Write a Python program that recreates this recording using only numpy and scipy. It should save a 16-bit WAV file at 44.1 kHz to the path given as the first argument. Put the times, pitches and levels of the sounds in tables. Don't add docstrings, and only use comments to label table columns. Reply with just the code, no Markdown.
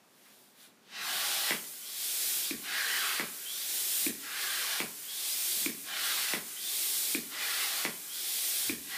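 import sys
import numpy as np
from scipy import signal
from scipy.fft import rfft, irfft, next_fast_len
from scipy.io import wavfile
from scipy.ndimage import uniform_filter1d, map_coordinates

SR = 44100
rng = np.random.default_rng(int(sys.argv[2]) if len(sys.argv) > 2 else 0)


def transcribe(u):
    v = np.clip(np.atleast_2d(u).T, -1, 1)
    q = np.round(v * 32767).astype(np.int16)
    wavfile.write(sys.argv[1], SR, q)


def decibels_to_gain(level_db):
    exponent = np.asarray(level_db, float) / 20
    return 10 ** exponent


N = 395577

# (length [s], build-up [s], intake level [dB], jet level [dB], valve level [dB])
PULLS = [
    (0.56, 0.067, -43, -34.5, -32.5),
    (0.54, 0.06, -41, -37, -54),
    (0.56, 0.067, -44.5, -37, -35.5),
    (0.46, 0.036, -43, -35, -34),
    (0.53, 0.034, -44, -35.5, -34),
    (.49, 0.067, -42, -29, -40),
]
LAST_CAP_S = 9.4
# (length [s], build-up [s], jet level [dB], valve level [dB], braking [dB])
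PUSHES = [
    (0.51, 0.18, -29, -36, 9.5),
    (0.49, 0.23, -30.5, -36.5, 0),
    (0.48, 0.18, -30.5, -36, 3.5),
    (0.5, .16, -30, -35, 3.5),
    (0.52, 0.17, -31.5, -35.5, 3),
]
# (time [s], half length [s], jet level [dB], intake level re jet [dB])
NUDGES = [
    (0.334, .22, -61, -20),
    (.63, 0.063, -56.5, -8.5),
]
# (first pitch [Hz], pitch before the drop [Hz], last pitch [Hz], place of the drop [0-1], level re
# intake [dB])
COLUMN = [
    (1840, 2300, 720, 0.17, 3.5),
    (1680, 1850, 1190, 0.68, 4.5),
    (1570, 1800, 770, .72, 2.5),
    (2180, 1400, 640, 0.64, -4.5),
    (2080, 1730, 680, 0.61, 0.5),
    (2010, 1600, 780, 0.7, 8),
]
# (frequency [Hz], level [dB])
INTAKE = [(120, -64), (200, -22.5), (397, -12.5), (559, -13), (787, -7), (935, -11), (1110, -4.5),
          (1670, -2.5), (4150, -2), (6480, -12), (12000, -26.5), (15600, -52), (22000, -120)]
# (frequency [Hz], level [dB])
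JET = [(180, -33), (300, -23), (331, -9), (460, -15.5), (517, -21.5), (570, -14.5), (1220, -21),
       (1720, -13), (2350, -6.5), (3490, -6.5), (6320, -4), (9220, -1), (15400, -2)]
# (frequency [Hz], width [Hz], level [dB])
HOSE = [(800, 90, 4), (1110, 50, 6), (1370, 80, 4), (1480, 50, 5), (1630, 80, 5), (1960, 60, 5),
        (2090, 50, 4), (2420, 70, 4), (3010, 70, 6)]
# (frequency [Hz], width [Hz], level [dB])
VALVE = [(3290, 630, 3.5), (3990, 2150, 3), (5300, 930, -3.5)]
# (frequency [Hz], width [Hz], level [dB])
NOZZLE = [(8900, 800, 1.9), (13200, 260, 1.3), (15400, 700, 2.9)]
# (time [s], level [dB])
WHISTLE = [
    (1.82, -53),
    (3.45, -46),
    (5.055, -48),
    (6.56, -46),
    (8.09, -49),
]
# (time [s], click peak [dB], thump level re click [dB], click pitch [Hz])
TOP = [
    (1.5072, -15.5, -22, 2020),
    (3.196, -17, -21, 2040),
    (4.802, -18, -19.5, 2270),
    (6.335, -18, -19.5, 1940),
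    (7.85, -16.5, -20.5, 2070),
]
# (time [s], click peak [dB], thump level re click [dB], click pitch [Hz])
BOTTOM = [
    (2.508, -26, -10, 2370),
    (4.0636, -24.5, -8, 2390),
    (5.66, -21.5, -12.5, 2340),
    (7.1473, -21, -12, 2390),
    (8.6946, -22, -11.5, 2400),
]
# (frequency [Hz], width [Hz], level [dB])
CAP = [(282, 375, 3.5), (519, 230, -9)]
# (frequency [Hz], width [Hz], level [dB])
BASE = [(285, 175, 3.5), (1800, 490, -13)]
# (delay [s], level [dB])
CAP_RATTLE = [(.0065, -12), (.0105, -8), (.0135, -7), (.017, -12), (.021, -14), (.026, -13), (.045, -18)]
# (delay [s], level [dB])
BASE_RATTLE = [(.0075, -17), (.022, -17)]
# (time [s], deep level [dB], thud level [dB])
MAT = [(1.12, -81, -60), (1.54, -81, -71.5), (2.53, -64, -60.5), (3.21, -66, -82), (4.09, -64, -63.5),
       (4.829, -68, -84), (5.67, -65, -59.5), (6.36, -67, -86), (7.16, -65, -62.5), (7.882, -72, -68),
       (8.72, -57.5, -64), (8.89, -84, -63)]
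# (time [s], half length [s], level
# [dB])
FIDGET = [
    (.19, .03, -73),
    (.28, 0.051, -62.5),
    (1.504, 0.057, -36.5),
]
# (delay [s], level [dB])
WALLS = [(.006, -6), (.0094, -10), (.0122, -4), (.0194, -8), (.029, -7), (.0337, -10), (.038, -3),
         (.0423, -7), (.056, -14), (.0865, -13)]
# (frequency [Hz], width [Hz], level [dB])
STANDING = [(99, 2.2, 1), (151.4, 6.8, 22.5), (184, 5.1, 19), (228.6, 5.1, 11), (276.4, 12, 15.5),
            (313.5, 5.3, 8), (328, 3, 8), (408, 1.4, 16.5), (460, 14, -2)]
# (frequency [Hz], time to fall 60 dB [s])
ROOM = [(100, 0.3), (250, 0.57), (600, 0.53), (2000, 0.36), (10000, 0.043)]
# (frequency [Hz], level [dB])
STILL = [(18, -84), (30, -64), (108, -9.5), (213, 0), (242, 4), (314, -12.5), (349, -1.5), (441, -8),
         (516, -6.5), (15400, -24)]
# (time [s], low edge [Hz], high edge [Hz])
SPLIT = [(0.284, 11630, 13180), (1.074, 5680, 6890), (1.074, 7060, 7580), (1.4, 13090, 14560),
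         (1.679, 4390, 5680), (1.679, 6200, 8270), (1.843, 6290, 8270), (2.237, 4130, 5250),
         (3.56, 5680, 6980), (3.79, 8960, 10420), (4.116, 6200, 7670), (5.001, 6200, 7670),
         (5.337, 4130, 5250), (5.337, 5680, 8960), (5.719, 5170, 6030), (5.719, 11800, 13010),
         (6.3, 5600, 6980), (6.486, 6800, 8350), (7.091, 9560, 11020)]

ONSET_DB = 9
STEEP = 1.7
INTAKE_STOP_DB_S, JET_STOP_DB_S, VALVE_STOP_DB_S, BACKWASH_STOP_DB_S = 163, 214, 258, 146
FIRST_STOP_DB_S = 83
SLOWING_S, PULL_SLOWS_DB, INTAKE_SLOWS_DB = 0.11, 2, 1.5
SURGE_DB, SURGE_S = 2.5, 0.099
OUTLET_LAG_S, OUTLET_SLOWER = 0.085, 1.23
VALVE_LAG_S, VALVE_OPENS_S = 0.033, 0.0083
VALVE_FOLLOWS = 0.3
BACKWASH_DB, BACKWASH_LEAD_S = -55.5, 0.11
LEAK_FROM_S, LEAK_GROWS_DB, LEAK_GROWS_S = 1.15, 3.5, 0.53
LEAK_JET_DB, LEAK_VALVE_DB, LEAK_INTAKE_DB, IDLE_JET_DB = -43, -53.5, -66, -80
FALL_SHARE, COLUMN_FADES_DB, COLUMN_REST_DB = 0.035, 7.5, -18
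COLUMN_WAKES = 0.18
UNDER_COLUMN_DB = 2.5
DEEP_RISE_DB_S, DEEP_FALL_DB_S, DEEP_REST_DB = 260, 112, -98
THUD_RISE_DB_S, THUD_FALL_DB_S, THUD_REST_DB = 55, 29, -83
STILL_DB = -60


def unit(x):
    return x / np.sqrt(np.mean(x ** 2) + 1e-20)


def along(points, hz):
    f, v = np.transpose(points)
    return np.interp(np.log(hz + 1), np.log(f + 1), v)


def wobble(rate):
    knots = rng.standard_normal(int(N * rate / SR) + 4)
    return map_coordinates(knots, [np.arange(N) * rate / SR])


def smoothly(rule):
    coarse = np.arange(0, N + 128, 128) / SR
    return [np.interp(np.arange(N) / SR, coarse, c) for c in rule(coarse)]


def filtered(x, response):
    m = next_fast_len(N + SR)
    return irfft(rfft(x, m) * response(np.fft.rfftfreq(m, 1 / SR)), m)[:N]


def resonance(f, hz, width_hz):
    return 1j * f * width_hz / (hz * hz - f * f + 1j * f * width_hz)


def peaks(f, modes, strength=1):
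    return decibels_to_gain(strength * sum(db * np.abs(resonance(f, hz, w)) ** 2 for hz, w, db in modes))


def rush(gain, patchy_db, size=(9, 5)):
    hz, t, z = signal.stft(rng.standard_normal(N), SR, nperseg=1024)
    field = uniform_filter1d(rng.standard_normal(z.shape), size[0], axis=0)
    field = uniform_filter1d(field, size[1], axis=1)
    z = z * decibels_to_gain(patchy_db * unit(field)) * gain(hz[:, None], t)
    return unit(signal.istft(z, SR, nperseg=1024)[1][:N])


def stroke(t, start, end, build_s, stop_db_s, slows_db):
    early = (start - t) / build_s
    rise_db = ONSET_DB * (np.exp(np.clip(early, None, 0)) + STEEP * np.clip(early, 0, None))
    ease_db = slows_db * np.exp(np.clip(t - end, None, 0) / SLOWING_S)
    return decibels_to_gain(-rise_db - ease_db - stop_db_s * np.clip(t - end, 0, None))


def flow(t):
    leak = stroke(t, LEAK_FROM_S, 99, 0.05, 0, 0)
    leak = leak * decibels_to_gain(-LEAK_GROWS_DB * np.exp((LEAK_FROM_S - t) / LEAK_GROWS_S))
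    intake = [decibels_to_gain(LEAK_INTAKE_DB) * leak]
    valve = [decibels_to_gain(LEAK_VALVE_DB) * leak]
    jet = [decibels_to_gain(LEAK_JET_DB) * leak, decibels_to_gain(IDLE_JET_DB) + 0 * t]
    cap_times = [row[0] for row in TOP] + [LAST_CAP_S]
    for end, (length, build_s, intake_db, jet_db, valve_db) in zip(cap_times, PULLS):
        start = end - length
        late, slow_s = start + OUTLET_LAG_S, OUTLET_SLOWER * build_s
        stop_db_s = FIRST_STOP_DB_S if end == TOP[0][0] else JET_STOP_DB_S
        gulp = decibels_to_gain(intake_db + SURGE_DB * np.exp(-np.clip(t - start, 0, None) / SURGE_S))
        intake.append(gulp * stroke(t, start, end, build_s, INTAKE_STOP_DB_S, INTAKE_SLOWS_DB))
        jet.append(decibels_to_gain(jet_db) * stroke(t, late, end, slow_s, stop_db_s, PULL_SLOWS_DB))
        valve.append(decibels_to_gain(valve_db) * stroke(t, late, end, slow_s, VALVE_STOP_DB_S, PULL_SLOWS_DB))
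    for (end, *_), (opens, _), (length, build_s, jet_db, valve_db, slows_db) in zip(BOTTOM, WHISTLE, PUSHES):
        start = end - length
        follows = stroke(t, start, end, build_s, 0, 0) ** VALVE_FOLLOWS
        popped = stroke(t, opens + VALVE_LAG_S, end, VALVE_OPENS_S, VALVE_STOP_DB_S, 0)
        backwash = stroke(t, opens - BACKWASH_LEAD_S, end, 0.017, BACKWASH_STOP_DB_S, 0)
        jet.append(decibels_to_gain(jet_db) * stroke(t, start, end, build_s, JET_STOP_DB_S, slows_db))
        valve.append(decibels_to_gain(valve_db) * follows * popped)
        intake.append(decibels_to_gain(BACKWASH_DB) * follows * backwash)
    for s, half, db, intake_db in NUDGES:
        puff = decibels_to_gain(db) * np.exp(-((t - s) / half) ** 2)
        jet.append(puff)
        valve.append(decibels_to_gain(-2) * puff)
        intake.append(decibels_to_gain(intake_db) * puff)
    return [10 * np.log10(np.sum(np.square(layer), axis=0) + 1e-12) for layer in (intake, valve, jet)]


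def piston(t):
    ends = np.array([row[0] for row in TOP] + [LAST_CAP_S])
    lengths = np.array(PULLS)[:, 0]
    k = np.clip(np.searchsorted(ends + 0.2, t), 0, len(ends) - 1)
    travel = 1 - (ends[k] - t) / lengths[k]
    first_hz, drifted_hz, last_hz, middle, db = np.array(COLUMN)[k].T
    fallen = 1 / (1 + np.exp(np.clip((middle - travel) / FALL_SHARE, -20, 20)))
    outside = np.clip(np.maximum(COLUMN_WAKES - travel, travel - 1) / 0.25, 0, 1)
    upper_hz = first_hz + (drifted_hz - first_hz) * np.clip(travel / middle, 0, 1)
    hz = upper_hz * (last_hz / upper_hz) ** fallen
    return hz, db - COLUMN_FADES_DB * fallen + COLUMN_REST_DB * outside


def column(f, t, width_hz):
    hz, _ = piston(t)
    octave = decibels_to_gain(-25) * resonance(f, 2 * hz, width_hz) ** 2
    return np.abs(resonance(f, hz, width_hz) ** 2 + octave)


def air():
    intake_db, valve_db, jet_db = smoothly(flow)
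    flutter_db = 0.5 * wobble(14)
    even_db, streak_db = 0.8, 2.2

    def force(s):
        return np.clip((flow(s)[2] + 40) / 8, -0.6, 1.3)

    def thin(f, s):
        weak, hard = np.clip(0.3 - force(s), 0, 1), np.clip(force(s) - 0.6, 0, 1)
        return (8 * weak + 5 * hard) / (1 + (f / 4000) ** 4)

    def under(f, s):
        return UNDER_COLUMN_DB * np.abs(resonance(f, 0.6 * piston(s)[0], 630)) ** 2

    def valve_gain(f, s):
        port = 1 / (1 + (3050 / (f + 1)) ** 16)
        return port * sum(decibels_to_gain(db) * np.abs(resonance(f, hz, w)) ** 2 for hz, w, db in VALVE)

    intake = rush(lambda f, s: decibels_to_gain(along(INTAKE, f) - under(f, s)) * peaks(f, HOSE), streak_db, size=(3, 9))
    barrel = rush(lambda f, s: column(f, s, width_hz=390) * peaks(f, HOSE), streak_db, size=(3, 9))
    valve = rush(valve_gain, even_db)
    jet = rush(lambda f, s: decibels_to_gain(along(JET, f) - thin(f, s)) * peaks(f, NOZZLE, force(s)), even_db)
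    column_db = smoothly(piston)[1]
    pull = decibels_to_gain(intake_db + 4.5) * intake + decibels_to_gain(intake_db + column_db - 3.5) * barrel
    return decibels_to_gain(flutter_db) * (pull + decibels_to_gain(valve_db - 7.5) * valve + decibels_to_gain(jet_db + 0.55) * jet)


def whistle():
    start, db = np.transpose(WHISTLE)

    def since(t):
        return t - start[np.clip(np.searchsorted(start, t) - 1, 0, None)]

    def gain(f, s):
        return np.abs(resonance(f, 3120 + 3800 * np.clip(since(s), 0, 0.18), 280)) ** 2

    band = rush(gain, patchy_db=3.5)
    t = np.arange(N) / SR
    u = np.clip(since(t), 0, None)
    fade_db = np.interp(t - u, start, db) - 60 * u
    return band * decibels_to_gain(fade_db) * (1 - np.exp(-u / 0.005))


def knocks(events, shell, rattle, click_t60, rise, crack_db, knock_db, thump_db, thump_lag):
    clicks, blows, t = np.zeros(N), np.zeros(N), np.arange(SR // 20) / SR
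    shape = decibels_to_gain(-60 * t / click_t60) * (1 - np.exp(-t / rise)) ** 2
    for s, db, low_db, hz in events:
        crack = decibels_to_gain(crack_db - 60 * t / 0.004) * rng.standard_normal(len(t))
        tones = np.sin(2 * np.pi * hz * t) + decibels_to_gain(knock_db) * np.sin(2 * np.pi * 0.46 * hz * t)
        ring = shape / shape.max() * tones
        clicks[round((s + 0.0007) * SR):][:len(t)] += decibels_to_gain(db) * (ring + crack)
        blows[round((s + thump_lag) * SR)] = decibels_to_gain(db + low_db + thump_db)

    def thump_response(f):
        rounded = 1 / (1 + 1j * f / 2500)
        return rounded * sum(decibels_to_gain(db) * resonance(f, hz, w) ** 3 for hz, w, db in shell)

    return repeats(clicks, rattle), filtered(blows, thump_response)


def rocking(t):
    s, deep_db, thud_db = np.transpose(MAT)[:, :, None]

    def peak(db, rise, fall, rest):
        return np.maximum(rest, np.max(db - np.maximum(rise * (s - t), fall * (t - s)), axis=0))

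    return (peak(deep_db, DEEP_RISE_DB_S, DEEP_FALL_DB_S, DEEP_REST_DB),
            peak(thud_db, THUD_RISE_DB_S, THUD_FALL_DB_S, THUD_REST_DB))


def mat():
    deep_db, thud_db = smoothly(rocking)
    deep = rush(lambda f, s: np.abs(resonance(f, 92, 70)) ** 2, patchy_db=3)
    thud = rush(lambda f, s: np.abs(resonance(f, 198, 110)) ** 2, patchy_db=2.5)
    return decibels_to_gain(deep_db + 8.5) * deep + decibels_to_gain(thud_db + 1.0) * thud


def fidget():
    t = np.arange(N) / SR
    swell = sum(decibels_to_gain(db) * np.exp(-((t - s) / half) ** 2) for s, half, db in FIDGET)
    return swell * rush(lambda f, s: np.abs(resonance(f, 2000, 2600)) ** 2, patchy_db=2.1)


def repeats(x, table):
    return filtered(x, lambda f: 1 + sum(decibels_to_gain(db) * np.exp(-2j * np.pi * f * s) for s, db in table))


def standing(x):
    modes = list(enumerate(STANDING))
    return filtered(x, lambda f: sum((-1) ** k * decibels_to_gain(db) * resonance(f, hz, w) for k, (hz, w, db) in modes))


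def room(x):
    hz, t, z = signal.stft(rng.standard_normal(SR // 2), SR, nperseg=256)
    tail = signal.istft(z * decibels_to_gain(-60 * t / along(ROOM, hz)[:, None]), SR, nperseg=256)[1]
    return signal.fftconvolve(np.pad(x, (400, 0)), tail / np.linalg.norm(tail))[:N]


def stillness():
    return decibels_to_gain(STILL_DB - 3.0) * rush(lambda f, s: decibels_to_gain(along(STILL, f)), patchy_db=0.7)


def scene():
    hiss = air() + whistle()
    cap = knocks(TOP, CAP, CAP_RATTLE, click_t60=0.0036, rise=0.00028, crack_db=-10, knock_db=-5,
                 thump_db=42.5, thump_lag=0.002)
    base = knocks(BOTTOM, BASE, BASE_RATTLE, click_t60=0.009, rise=0.0007, crack_db=-10, knock_db=-16,
                  thump_db=46.0, thump_lag=0.00079)
    clicks, thumps = np.add(cap, base)
    hits = clicks + decibels_to_gain(-14) * room(clicks)
    hits = hits + repeats(thumps, WALLS) + decibels_to_gain(-7.5) * standing(thumps) + decibels_to_gain(-10) * room(thumps)
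    mono = hits + decibels_to_gain(1) * hiss + decibels_to_gain(-11.0) * room(hiss) + mat() + fidget() + stillness()
    return np.array([mono, mono])


def thinned(x):
    hz, t, z = signal.stft(x, SR, nperseg=1024)
    field = uniform_filter1d(rng.standard_normal(z.shape), size=4, axis=0)
    field = uniform_filter1d(field, size=7, axis=1)
    limit = along([(5000, 3.6), (9000, 2.2), (13500, 1.45), (15000, 2)], hz)
    z = z * (unit(field) < limit[:, None])
    split = sum(np.outer((hz > lo) & (hz < hi), np.abs(t - s) < 0.012) for s, lo, hi in SPLIT)
    side = decibels_to_gain(-0.5) * split * np.abs(z) * np.exp(2j * np.pi * rng.random(z.shape))
    return signal.istft(np.array([z + side, z - side]), SR, nperseg=1024)[1][:, :N]


def roll_off(x):
    return signal.sosfilt(signal.butter(12, 15520, fs=SR, output="sos"), x)


def record(dry):
    mic = filtered(dry[0], lambda f: (1j * f / (1j * f + 110)) ** 2 / (1 + (f / 15330) ** 300))
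    mix = thinned(mic)
    return roll_off(mix)


dry = scene()
out = record(dry)
transcribe(out)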